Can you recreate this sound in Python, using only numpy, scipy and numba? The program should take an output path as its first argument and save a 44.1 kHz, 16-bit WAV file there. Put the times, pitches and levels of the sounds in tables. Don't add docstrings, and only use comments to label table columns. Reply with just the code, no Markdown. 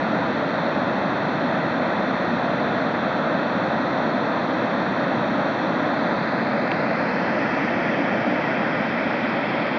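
import sys
import numpy as np
from scipy import signal
from scipy.fft import rfft, irfft, next_fast_len
from scipy.io import wavfile
from scipy.ndimage import uniform_filter1d
from numba import njit

SR = 44100
rng = np.random.default_rng(int(sys.argv[2]) if len(sys.argv) > 2 else 0)


def int16_out(signal):
    q = np.round(np.clip(np.atleast_2d(signal).T, -1, 1) * 32767)
    wavfile.write(sys.argv[1], SR, q.astype(np.int16))


def magnitude_from_level(level_db):
    exponent = np.asarray(level_db, float) / 20
    return 10 ** exponent


N = 431298


@njit
def svf(x, hz, width_hz):
    y = np.empty(len(x))
    band, low = 0., 0.
    for i in range(len(x)):
        g = np.tan(np.pi * hz[i] / SR)
        damping = width_hz[i] / hz[i]
        v = (band + g * (x[i] - low)) / (1 + g * (g + damping))
        band = 2 * v - band
        low = low + 2 * g * v
        y[i] = damping * v
    return y


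def bell(x, hz, width_hz, db):
    still = np.zeros(len(x))
    return x + (magnitude_from_level(db) - 1) * svf(x, hz + still, width_hz + still)


def columns(table):
    time_s, *rest = np.transpose(table)
    return [np.interp(np.arange(N) / SR, time_s, column) for column in rest]


def walk(rate_hz):
    hold = int(SR / rate_hz)
    steps = np.repeat(rng.standard_normal(N // hold + 1), hold)
    return 1.23 * uniform_filter1d(uniform_filter1d(steps, hold), hold)[:N]


# (time [s], level [dB])
JET_STRENGTH = [
    (0, -24),
    (3, -24),
    (6, -24),
    (8, -24),
    (9.78, -25.5),
]
# (frequency [Hz], density [dB per Hz])
JET_SPECTRUM = [(25, -4), (60, 0.5), (150, 2), (270, 4.5), (600, 1.5), (800, -4), (1400, -6.5), (1900, -11),
                (2400, -14.5), (3200, -19.5), (4300, -24.5), (5000, -31.5), (5900, -39), (7000, -55),
                (9000, -54)]
# (time [s], length [s], frequency [Hz], level [dB])
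SURGES = [(1.2, .3, 274.5, 2), (1.05, .15, 780, -1.5), (3.0, .15, 280, 1), (5.0, .15, 260, -2),
          (2.003, 0.18, 560, 2), (2.85, 0.23, 600, 1.5), (3.452, 0.18, 756, 1), (6.299, 0.33, 290, 2),
          (7.0, .25, 330, 0), (7.054, .2, 620, 1), (8.15, .2, 578, 2.5), (9.38, .3, 285, 5)]


def jet():
    surge_width_octaves = 0.32
    t = np.arange(N) / SR
    size = next_fast_len(N)
    octave = np.log2(np.arange(1, size // 2 + 2) * SR / size)
    hz, db = np.transpose(JET_SPECTRUM)
    rush = rfft(rng.standard_normal(size)) * magnitude_from_level(np.interp(octave, np.log2(hz), db))
    out = 0
    for centre in np.arange(5, 14, .5):
        share = np.cos(np.pi * np.clip(octave - centre, -.5, .5)) ** 2
        surge_db = 0
        for at_s, length_s, surge_hz, peak_db in SURGES:
            offset = np.log2(surge_hz) - centre
            if abs(offset) < 1:
                surge_db = surge_db + peak_db * np.exp(
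                    -(offset / surge_width_octaves) ** 2 - ((t - at_s) / length_s) ** 2)
        swell_db = 0.41 * walk(2.49) + 0.13 * walk(12) + surge_db
        out = out + irfft(rush * share, size)[:N] * magnitude_from_level(swell_db)
    strength_db = columns(JET_STRENGTH)[0]
    return out / np.std(out) * magnitude_from_level(strength_db + 5)


# (frequency [Hz], width [Hz], level [dB])
GROUND_DIPS = [(406.5, 340, -11.5), (1108, 280, -3.5)]


def ground_echo(x):
    for hz, width_hz, db in GROUND_DIPS:
        x = bell(x, hz * (1 + 0.019 * walk(1.5)), width_hz, db)
    return x


# (time [s], angle [deg])
CAMERA_TURN = [
    (0, 0.5),
    (5.7, -1.5),
    (6.2, 5),
    (6.6, 8.5),
    (7, 14.5),
    (7.5, 20),
    (8.2, 23.5),
    (9.2, 30.5),
    (9.78, 34),
]
# (ahead [Hz], at side [Hz], width [Hz])
DIP_HZ = [(2650, 3870, 1070), (5030, 6250, 870)]
# (ahead [dB], at side [dB], far round [dB])
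DIP_DB = [(-4, -13, -4.5), (-13, 0, -10)]
# (frequency [Hz], width [Hz], ahead [dB], at side [dB], far round [dB])
LOBES = [(290, 280, 0.65, 1, 0.5), (1130, 600, 1.35, -1.5, 1), (1900, 620, -0.4, 2.5, -1.2),
         (2280, 370, -1.7, 1.1, 5), (3180, 540, -1.9, 2, 5.5), (5300, 700, 0.5, 0, 4),
         (5630, 300, 0.8, 0, -3.5), (6550, 600, 0.4, 0, 3), (3850, 350, 0.5, 0.5, 1),
         (5950, 300, 0, 2, 0.5), (7450, 700, 0.3, -1.5, -3.5)]
# (frequency [Hz], width [Hz], angle [deg], spread [deg], level [dB])
EDGES = [(2950, 450, 11, 4, 2), (4300, 250, 12, 5, 1.5), (6450, 400, 33, 4, 2), (3430, 260, 13, 4, -3),
         (4020, 380, 19.5, 3, 3), (4950, 500, 20, 2.5, 1.5), (6200, 450, 26, 2.5, -2.5),
         (5600, 300, 33, 4, -2)]


def body_shadow(x):
    side_deg, far_deg = 21, 35
    lower_dip_pinch = 0.22
    angle_deg = columns(CAMERA_TURN)[0]
    climb = np.clip(angle_deg / side_deg, 0, 1)

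    def by_angle(ahead, side, far):
        return np.interp(angle_deg, [0, side_deg, far_deg], [ahead, side, far])

    for (ahead_hz, side_hz, width_hz), depth_db, pinch in zip(DIP_HZ, DIP_DB, (lower_dip_pinch, 0)):
        hz = ahead_hz + (side_hz - ahead_hz) * climb
        width_hz = width_hz * (1 - pinch * np.sin(np.pi * climb ** 2))
        for edge in -1, 1:
            x = bell(x, hz + edge * 0.27 * width_hz, width_hz, 0.75 * by_angle(*depth_db))
    for hz, width_hz, *db in LOBES:
        x = bell(x, hz, width_hz, by_angle(*db))
    for hz, width_hz, at_deg, spread_deg, db in EDGES:
        x = bell(x, hz, width_hz, db * np.exp(-((angle_deg - at_deg) / spread_deg) ** 2))
    return x


# (frequency [Hz], width [Hz], level [dB])
PORT_CAVITIES = [(608, 170, 1.5), (1900, 220, 3), (2560, 140, 2), (3525, 220, 3.5), (4200, 300, 1.5),
                 (5600, 350, 1.5), (6960, 350, 3)]


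def microphone_port(x):
    for hz, width_hz, db in PORT_CAVITIES:
        x = bell(x, hz, width_hz, db)
    return x


# (time [s], length [s], frequency [Hz], peak level [dB])
WHISTLE = [
    (.227, .011, 975, -23),
]


def whistle():
    t = np.arange(N) / SR
    out = np.zeros(N)
    for at_s, length_s, hz, db in WHISTLE:
        swell = np.exp(-((t - at_s) / length_s) ** 2)
        out += magnitude_from_level(db) * swell * np.sin(2 * np.pi * hz * t)
    return out


# (time [s], peak level [dB])
TICK = [
    (6.7157, -19.5),
]
# (frequency [Hz], level [dB], t60 [s])
SHELL_MODES = [(285, -6, .025), (2340, 6, .009), (2600, 7, .008), (3080, 0, .009), (3900, -11, .011),
               (4400, -12, .009), (6000, -19, .0045)]


def tick():
    out = np.zeros(N)
    t = np.arange(2000) / SR
    contact = (1 - np.exp(-t / .0005)) ** 3
    for at_s, peak_db in TICK:
        ring = sum(magnitude_from_level(db - 60 * t / t60_s) * np.sin(2 * np.pi * hz * t)
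                   for hz, db, t60_s in SHELL_MODES)
        at = int(at_s * SR)
        out[at:at + len(t)] -= magnitude_from_level(peak_db + 7) * ring * contact
    return out


def scene():
    rush = microphone_port(body_shadow(ground_echo(jet())))
    return (rush + whistle() + tick())[None]


def top_cut(x):
    return signal.sosfilt(signal.butter(12, 8920, fs=SR, output="sos"), x)


def record(dry):
    lead = 2000
    x = np.concatenate([dry[0, lead:0:-1], dry[0]])
    x = signal.sosfilt(signal.butter(3, 170, "high", fs=SR, output="sos"), x)
    x = bell(x, 2890, 320, -30)
    x = signal.sosfilt(signal.cheby2(8, 24, 7750, fs=SR, output="sos"), x)
    x = bell(x, 8100, 900, -14)
    samples_left = np.arange(len(x))[::-1]
    x = x * (1 - .75 * np.exp(-(samples_left / 70) ** 2))
    return top_cut(x[None, lead:])


dry = scene()
out = record(dry)
int16_out(out)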